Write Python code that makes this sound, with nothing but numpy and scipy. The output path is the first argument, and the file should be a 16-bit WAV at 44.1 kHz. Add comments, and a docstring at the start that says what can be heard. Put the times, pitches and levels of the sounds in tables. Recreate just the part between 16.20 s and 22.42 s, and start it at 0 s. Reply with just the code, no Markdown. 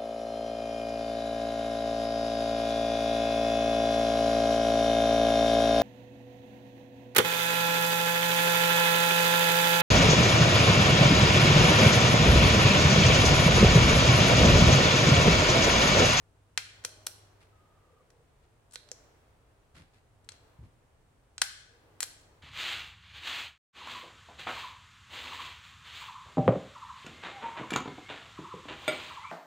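"""In a small, hard-walled room, a steel revolver is worked by hand over a cloth-covered bench.
The cylinder snaps shut, indexes, is unlatched, swings out and is flicked shut: bursts of noise ring the frame.
Hands add filtered-noise bumps and grainy rubs, and the walls answer with dense, fading echoes.
Behind lie a low sine hum, coloured room noise and a few faint far-off tones made of narrow noise bands."""
import sys
import numpy as np
from scipy import signal
from scipy.fft import rfft, irfft
from scipy.io import wavfile
from scipy.ndimage import uniform_filter1d

SR = 44100
rng = np.random.default_rng(int(sys.argv[2]) if len(sys.argv) > 2 else 0)


def store_wav(level_fs):
    """Save 16-bit WAV to argv[1]."""
    pcm = np.round(np.clip(np.atleast_2d(level_fs), -1, 1) * 32767)
    wavfile.write(sys.argv[1], SR, pcm.T.astype(np.int16))


N = 274302   # length in samples
TIME = np.arange(N) / SR


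def from_db(db):
    """Turn decibels into a gain."""
    return 10 ** (np.asarray(db) / 20)


def rms_one(x):
    """Scale a sound to an average power of one."""
    return x / np.sqrt(np.mean(x ** 2) + 1e-20)


def at_hz(points, hz):
    """Read a table between its points, with pitch spaced by octaves."""
    point_hz, value = np.transpose(points)
    return np.interp(np.log(hz + 1), np.log(point_hz), value)


def add(track, start_s, sound):
    """Mix a sound into a track, cutting it off at the end of the track."""
    first = round(start_s * SR)
    track[..., first:first + sound.shape[-1]] += sound[..., :N - first]


def causal(gain):
    """Give a filter its earliest possible response (minimum phase): nothing sounds before its cause."""
    cepstrum = irfft(np.log(gain + 1e-9))
    half = len(cepstrum) // 2
    # fold the backward half of the response onto the forward half
    cepstrum[1:half] *= 2
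    cepstrum[half + 1:] = 0
    return np.exp(rfft(cepstrum))


# how alike the background noise is at the two ears: pitch_hz, correlation (0 to 1)
EAR_LIKENESS = [(60, 0.98), (200, 0.74), (600, 0.45), (1500, 0.058), (5000, 0.033)]


def noise(colour):
    """Coloured stereo noise with an rms of one; the bass is nearly the same in both ears."""
    hz = np.fft.rfftfreq(N, 1 / SR)
    mid, side = rfft(rng.standard_normal((2, N)))
    alike = np.clip(at_hz(EAR_LIKENESS, hz), 0, .99)
    shared = np.sqrt(1 + alike) * mid
    opposite = np.sqrt(1 - alike) * side * [[1], [-1]]
    return rms_one(irfft((shared + opposite) * from_db(at_hz(colour, hz)), N))


def swell(top_s, ebb_s, rise_s=0.22):
    """A smooth rise to a top, then an exponential ebb."""
    age = TIME - top_s
    return np.exp(-(np.minimum(age, 0) / rise_s) ** 2 - np.maximum(age, 0) / ebb_s)


# changing loudness of the mains hum: time_s, level_db
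HUM_LEVEL = [(0.0, -70), (0.8, -64.5), (1.4, -66), (1.6, -81), (5.4, -80.5), (6.0, -71)]
# tops of the midrange swells: top_s, level_db, ebb_s
MURK_SWELLS = [(0.7, -63.5, 1.04), (2.85, -64, 0.39), (4.3, -66, 0.22), (5.7, -65.5, 2.6)]
# tone colour of the midrange noise: pitch_hz, level_db
MURK_COLOUR = [(120, -21), (300, -2.5), (500, -3), (900, -6.5), (1500, -11.5), (3000, -19), (8000, -31.5)]
# tone colour of the steady room noise: pitch_hz, level_db
AIR_COLOUR = [(12, -58), (20, -1.5), (107, -1.5), (163, -9), (193, -17.5), (270, -16.5), (310, -20),
              (347, -27), (422, -13), (513, -23.5), (660, -19.5), (1370, -26), (5080, -37), (8890, -33),
              (16000, -56)]


def background(hum_hz=100, murk_rest_db=-72, air_db=-65):
    """Steady room noise, midrange noise that swells and ebbs, and a low sine hum."""
    hum_gain = from_db(np.interp(TIME, *np.transpose(HUM_LEVEL)))
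    hum = hum_gain * rms_one(np.sin(2 * np.pi * hum_hz * TIME))
    # the swells add as power to a resting level
    murk_power = from_db(murk_rest_db) ** 2
    for top_s, level_db, ebb_s in MURK_SWELLS:
        murk_power = murk_power + (from_db(level_db) * swell(top_s, ebb_s)) ** 2
    murk = np.sqrt(murk_power) * noise(MURK_COLOUR)
    air = from_db(air_db) * noise(AIR_COLOUR)
    return hum + murk + air


def chatter(t, length_ms, first_blow=3.2, apart=.7, hold=2.3, dying=1.7):
    """Spectrum of a blow and its dense, dying rebounds: broadly flat, a little different at each ear."""
    shared = rng.standard_normal(len(t))
    rebounds = shared + apart * rng.standard_normal((2, len(t)))
    age = t * 1000 / length_ms
    # the parts keep rattling briefly before they settle
    force = rebounds * (1 + hold * age) * np.exp(-dying * age)
    force[:, 0] += first_blow
    spectrum = rfft(force)
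    # each ear and their average count towards the power, smoothed over 300 Hz and then flattened
    power = abs(spectrum) ** 2 + abs(spectrum.mean(axis=0)) ** 2
    power = uniform_filter1d(power / 2, int(300 * t[-1]))
    return spectrum * causal(power.mean(axis=0) ** -.5)


# Levels of the contacts below are set before the steel colours them.
# steel parts snap home: start_s, level_db, chatter_ms, body_db (near 2 kHz), treble_db (above 9.5 kHz),
# part_hz (the struck part), part_db, part_width_octaves, left_over_right_db
SNAPS = [ (0.3756, 3.5, 2.77, 1.5, -3.5, 2560, 4.5, 0.39, 0.5),
         (0.6488, -4, 2, -1, 3.5, 6060, 6, 0.16, 0.5), (0.65, -16, 1.3, -2, -2, 8880, 18, 0.089, 5.5),
         (0.8659, -18, 1.8, -12, 13, 8000, 9, .3, 11), (0.8686, -4.5, 1.28, -5, 10, 5750, 4, .12, 1),
         (1.9034, -37.5, 2.1, 5, 4, 6000, 4.5, 0.24, 2), (2.5368, -28.5, 4, 2.5, 6.5, 9600, 12.5, 0.38, 4),
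         (2.5573, -12, 1.76, 1.5, -7.5, 3840, 5.5, .15, -3.5), (2.6882, -29, 2, -5, -9, 4560, 1, .4, 2),
         (2.7157, -21, 1.4, 2, 4.5, 6340, 17, 0.33, 2), (4.0895, -18.5, 1.4, 4, -6, 3900, 6, 0.28, 3),
         (4.091, -18.5, 1.6, -1, -7, 7700, 8.5, .18, 0),
         (4.1191, -24.5, 2.6, -3, -12.5, 6440, 4.5, .3, 0.5), (5.1804, -11, 1.8, -3, -11, 7600, 6, 0.11, 2),
         (5.2175, 8.5, 2.3, -2, -1, 1730, 4.5, 0.25, 1), (5.221, -3.5, 1.14, -7.5, -3, 790, 4, 0.18, 4),
         (5.8049, -6.5, 2.8, 2.5, 10.5, 7400, 7.5, 0.12, 6.5), (5.823, -14.5, 4.6, -8, -2, 7000, 5, .3, -2),
         (5.829, -2.5, 2.4, 0, 7, 7260, 4, 0.29, -0.5)]
# the sound of one tick, with the same columns as a snap from chatter_ms on (the sign of the width has no effect)
TICK_SOUND = (3.5, -11, 5.5, 7597, 6, -0.2, 3.5)
# further ticks and rebounds, faint to strong: start_s, level_db
FURTHER_TICKS = [(4.045, -43), (5.2405, -19), (5.8364, -13)]
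# short rattling or ringing bursts of steel: start_s, level_db, chatter_ms, ring_hz, ring_db
STEEL_BURSTS = [(0.639, -22.5, 8.8, 1680, 7), (2.575, -33, 24, 3780, 18), (5.2154, -21.5, 2, 6000, 5)]


def contacts(latch_s=2.51, step_s=0.0118, latch_db=-37, grows_db=3.5, ring_octaves=0.13):
    """List every touch of steel: snaps, the latch creeping under the thumb, further ticks and short bursts."""
    # the latch makes four evenly spaced ticks, each louder than the last
    latch = [(latch_s + k * step_s, latch_db + k * grows_db) for k in range(4)]
    ticks = [(start_s, level_db, *TICK_SOUND) for start_s, level_db in latch + list(FURTHER_TICKS)]
    bursts = [(start_s, level_db, chatter_ms, 0, 0, ring_hz, ring_db, ring_octaves, 0)
              for start_s, level_db, chatter_ms, ring_hz, ring_db in STEEL_BURSTS]
    return list(SNAPS) + ticks + bursts


# broad colour of steel on steel: pitch_hz, level_db
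STEEL_COLOUR = [(60, -25), (250, -34), (500, -15.5), (800, -5.5), (1100, -4.5), (1500, 1.5), (2500, -3),
                (4200, -0.5), (7500, 0.5), (10000, -4), (12000, -11), (15000, -23.5)]
# ringing pitches of frame and cylinder, and the hollows between (below 0 dB):
# pitch_hz, over_broad_colour_db, fade_s (time to die by 60 dB)
FRAME_MODES = [(795, 1.5, 0.018), (1510, 5, 0.044), (1904, 4.5, 0.06), (2404, 6, 0.045), (2630, 2.5, 0.028),
               (3200, 5.5, 0.02), (3350, -2.5, 0.035), (3700, -1.5, 0.021), (4105, 6.5, .024),
               (4290, 6.5, 0.018), (4900, 1, .015), (5300, 1, 0.032), (5760, 5, 0.015), (6550, -5, .01),
               (6600, -2.5, 0.03), (7630, 4.5, 0.039), (9200, 1.5, 0.012), (10200, 2, 0.042)]
# some stops, hard or soft, also knock hollowly through the grip: start_s, level_db (peak, before fading)
GRIP_KNOCKS = [(0.3756, -43), (0.6488, -40), (0.8686, -49.5), (2.5573, -49), (2.7159, -43.5), (4.1191, -56),
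               (5.2175, -48), (5.829, -46.5)]


def revolver(size=8192, body_hz=2000, body_octaves=0.36, treble_hz=9500,
             knock_hz=495, knock_fade_s=0.037, lag_ms=0.036):
    """Every contact rings one frame, tinted by the struck part; some stops add a fading sine knock."""
    out = np.zeros((2, N))
    t = np.arange(size) / SR
    hz = np.fft.rfftfreq(size, 1 / SR) + 1   # kept above zero for the logarithms
    mode_power = 1
    for mode_hz, over_db, fade_s in FRAME_MODES:
        # the faster a ringing pitch fades, the wider its peak
        half_width_hz = np.log(1000) / (2 * np.pi * fade_s)
        mode_power = mode_power + (from_db(over_db) ** 2 - 1) / (1 + ((hz - mode_hz) / half_width_hz) ** 2)
    frame = from_db(at_hz(STEEL_COLOUR, hz)) * np.sqrt(np.maximum(mode_power, .1))
    body = np.exp(-(np.log2(hz / body_hz) / body_octaves) ** 2)
    treble = 1 / (1 + (treble_hz / hz) ** 8)
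    # the sound reaches the right ear a little later
    arrival = np.exp(-2j * np.pi * hz * np.array([[0], [lag_ms / 1000]]))
    for start_s, level_db, chatter_ms, body_db, treble_db, part_hz, part_db, part_octaves, left_db in contacts():
        part = np.exp(-(np.log2(hz / part_hz) / part_octaves) ** 2 / 2)
        tint = from_db(level_db + body_db * body + treble_db * treble + part_db * part)
        ears = arrival * from_db([[left_db / 2], [-left_db / 2]])
        ringing = chatter(t, chatter_ms) * causal(frame * tint)
        add(out, start_s, irfft(ringing * ears))
    knock = np.sin(2 * np.pi * knock_hz * t) * np.exp(-np.log(1000) * t / knock_fade_s)
    for start_s, level_db in GRIP_KNOCKS:
        add(out, start_s, from_db(level_db) * knock)
    return out


# how long the room's tail takes to die by 60 dB: pitch_hz, fade_s
ROOM_FADE = [(200, 0.61), (700, 0.32), (1500, 0.77), (4000, 0.65), (8000, 0.6), (14000, 0.25)]
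# tone colour of the echoes: pitch_hz, level_db
ROOM_COLOUR = [(100, -4.5), (600, -2.5), (1500, 0), (4000, 1.5), (8000, -4.5), (14000, 1.5)]


def room(x, tail_db=-9.5, first_s=0.0037, early_db=-11.0, early_fade_s=0.087):
    """Dense wall echoes from fading noise: a quick early cluster and a tail whose top treble dies first."""
    t = np.arange(SR) / SR
    hz = np.fft.rfftfreq(SR, 1 / SR)
    white = rfft(rng.standard_normal((2, SR)))
    echoes = 0
    edges_hz = np.geomspace(100, 20000, 37)
    for low_hz, high_hz in zip(edges_hz, edges_hz[1:]):
        centre_hz = np.sqrt(low_hz * high_hz)
        power = 0
        for level_db, fade_s in [(tail_db, at_hz(ROOM_FADE, centre_hz)), (early_db, early_fade_s)]:
            # a slower fade starts lower, so that the total energy follows the level
            start_power = from_db(level_db) ** 2 * np.log(1e6) / (fade_s * SR)
            power = power + start_power * np.exp(-np.log(1e6) * t / fade_s)
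        band = irfft(white * (hz >= low_hz) * (hz < high_hz))
        echoes = echoes + band * np.sqrt(power) * from_db(at_hz(ROOM_COLOUR, centre_hz))
    # silence before the first echoes, then a short ramp
    echoes = echoes * np.clip(t / first_s - .5, 0, 1)
    return signal.fftconvolve(x, echoes, axes=1)[:, :N]


# faint far-off tones: start_s, end_s, start_pitch_hz, end_pitch_hz, width_hz (to each side), level_db
FAR_TONES = [(0.646, 0.907, 623, 625, 8.7, -70), (1.313, 1.556, 1273, 1212, 33, -73.5),
             (1.538, 1.832, 1224, 1186, 60, -73), (1.651, 2.038, 491, 461, 33, -71.5),
             (2.606, 2.887, 594, 590, 14, -73.5), (5.483, 5.776, 480, 457, 22, -74)]


def far_tones(fade_s=0.026):
    """Gently gliding tones, smeared by distance: slow noise moves each one's strength and phase."""
    out = np.zeros((2, N))
    t = np.arange(SR) / SR
    for start_s, end_s, start_hz, end_hz, width_hz, level_db in FAR_TONES:
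        length_s = end_s - start_s
        pitch_hz = np.interp(t, [0, length_s], [start_hz, end_hz])
        phase = 2 * np.pi * np.cumsum(pitch_hz) / SR
        fade = np.clip(np.minimum(t, length_s - t) / fade_s, 0, 1)
        smear = signal.butter(2, width_hz, fs=SR, output="sos")
        # the first second lets the filter settle
        a, b = signal.sosfilt(smear, rng.standard_normal((2, 2 * SR)))[:, SR:]
        tone = fade * (a * np.cos(phase) + b * np.sin(phase))
        add(out, start_s, from_db(level_db) * tone / np.std(tone[fade > 0]))
    return out


# soft bumps of hand and grip: start_s, level_db, dull_above_hz
HAND_BUMPS = [(3.558, -56, 217), (3.596, -55.5, 227), (4.386, -45.5, 114), (4.421, -49.5, 162)]
# skin sliding on steel: start_s, level_db, length_s
SKIN_RUBS = [(1.203, -62.5, 0.054), (2.226, -70, 0.028), (3.545, -58.5, 0.047), (3.562, -61.5, 0.082),
             (3.732, -67, 0.058), (4.116, -63.5, 0.059), (4.43, -67, 0.035)]
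# tone colour of the rubbing: pitch_hz, level_db
SKIN_COLOUR = [(100, 8), (400, -1), (1000, 3), (2000, 2.5), (3000, 0), (4300, -2), (6000, -9), (10000, -10),
               (15000, -32)]


def hands(bump_s=0.022, lowest_hz=48, grain_db=3.5, press_s=0.0025, grip_s=0.0033):
    """Flesh on the grip gives dull, fading low noise; rubbing skin gives short, grainy noise."""
    bumps, pressure = np.zeros(N), np.zeros(N)
    t = np.arange(SR // 4) / SR
    press = 1 - np.exp(-t / press_s)
    for start_s, level_db, dull_hz in HAND_BUMPS:
        force = rng.standard_normal(len(t)) * press * np.exp(-t / bump_s)
        dull = signal.butter(2, [lowest_hz, dull_hz], "band", fs=SR, output="sos")
        thud = signal.sosfilt(dull, force)
        add(bumps, start_s, from_db(level_db) * thud / np.sqrt(np.sum(thud ** 2) / (bump_s * SR)))
    for start_s, level_db, length_s in SKIN_RUBS:
        stroke = (1 - np.exp(-t / grip_s)) * np.exp(-(t / length_s) ** 2)
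        add(pressure, start_s, from_db(level_db) * stroke)
    # smoothed noise makes the loudness of the rub uneven
    roughness = rms_one(uniform_filter1d(rng.standard_normal(N), size=90))
    rubbing = rms_one(from_db(grain_db * roughness) * noise(SKIN_COLOUR))
    return bumps + pressure * rubbing


def scene():
    """Revolver and hands close by, with the room around them."""
    behind = background()
    near = revolver() + hands()
    return behind + near + room(near) + far_tones()


def record(dry, rumble_hz=28, cutoff_hz=16000):
    """The microphone thins the deepest rumble; the top is cut steeply."""
    thin = signal.butter(2, rumble_hz, "high", fs=SR, output="sos")
    top_cut = signal.ellip(10, .1, 80, cutoff_hz, fs=SR, output="sos")
    return signal.sosfilt(top_cut, signal.sosfilt(thin, dry))


dry = scene()
out = record(dry)
store_wav(out)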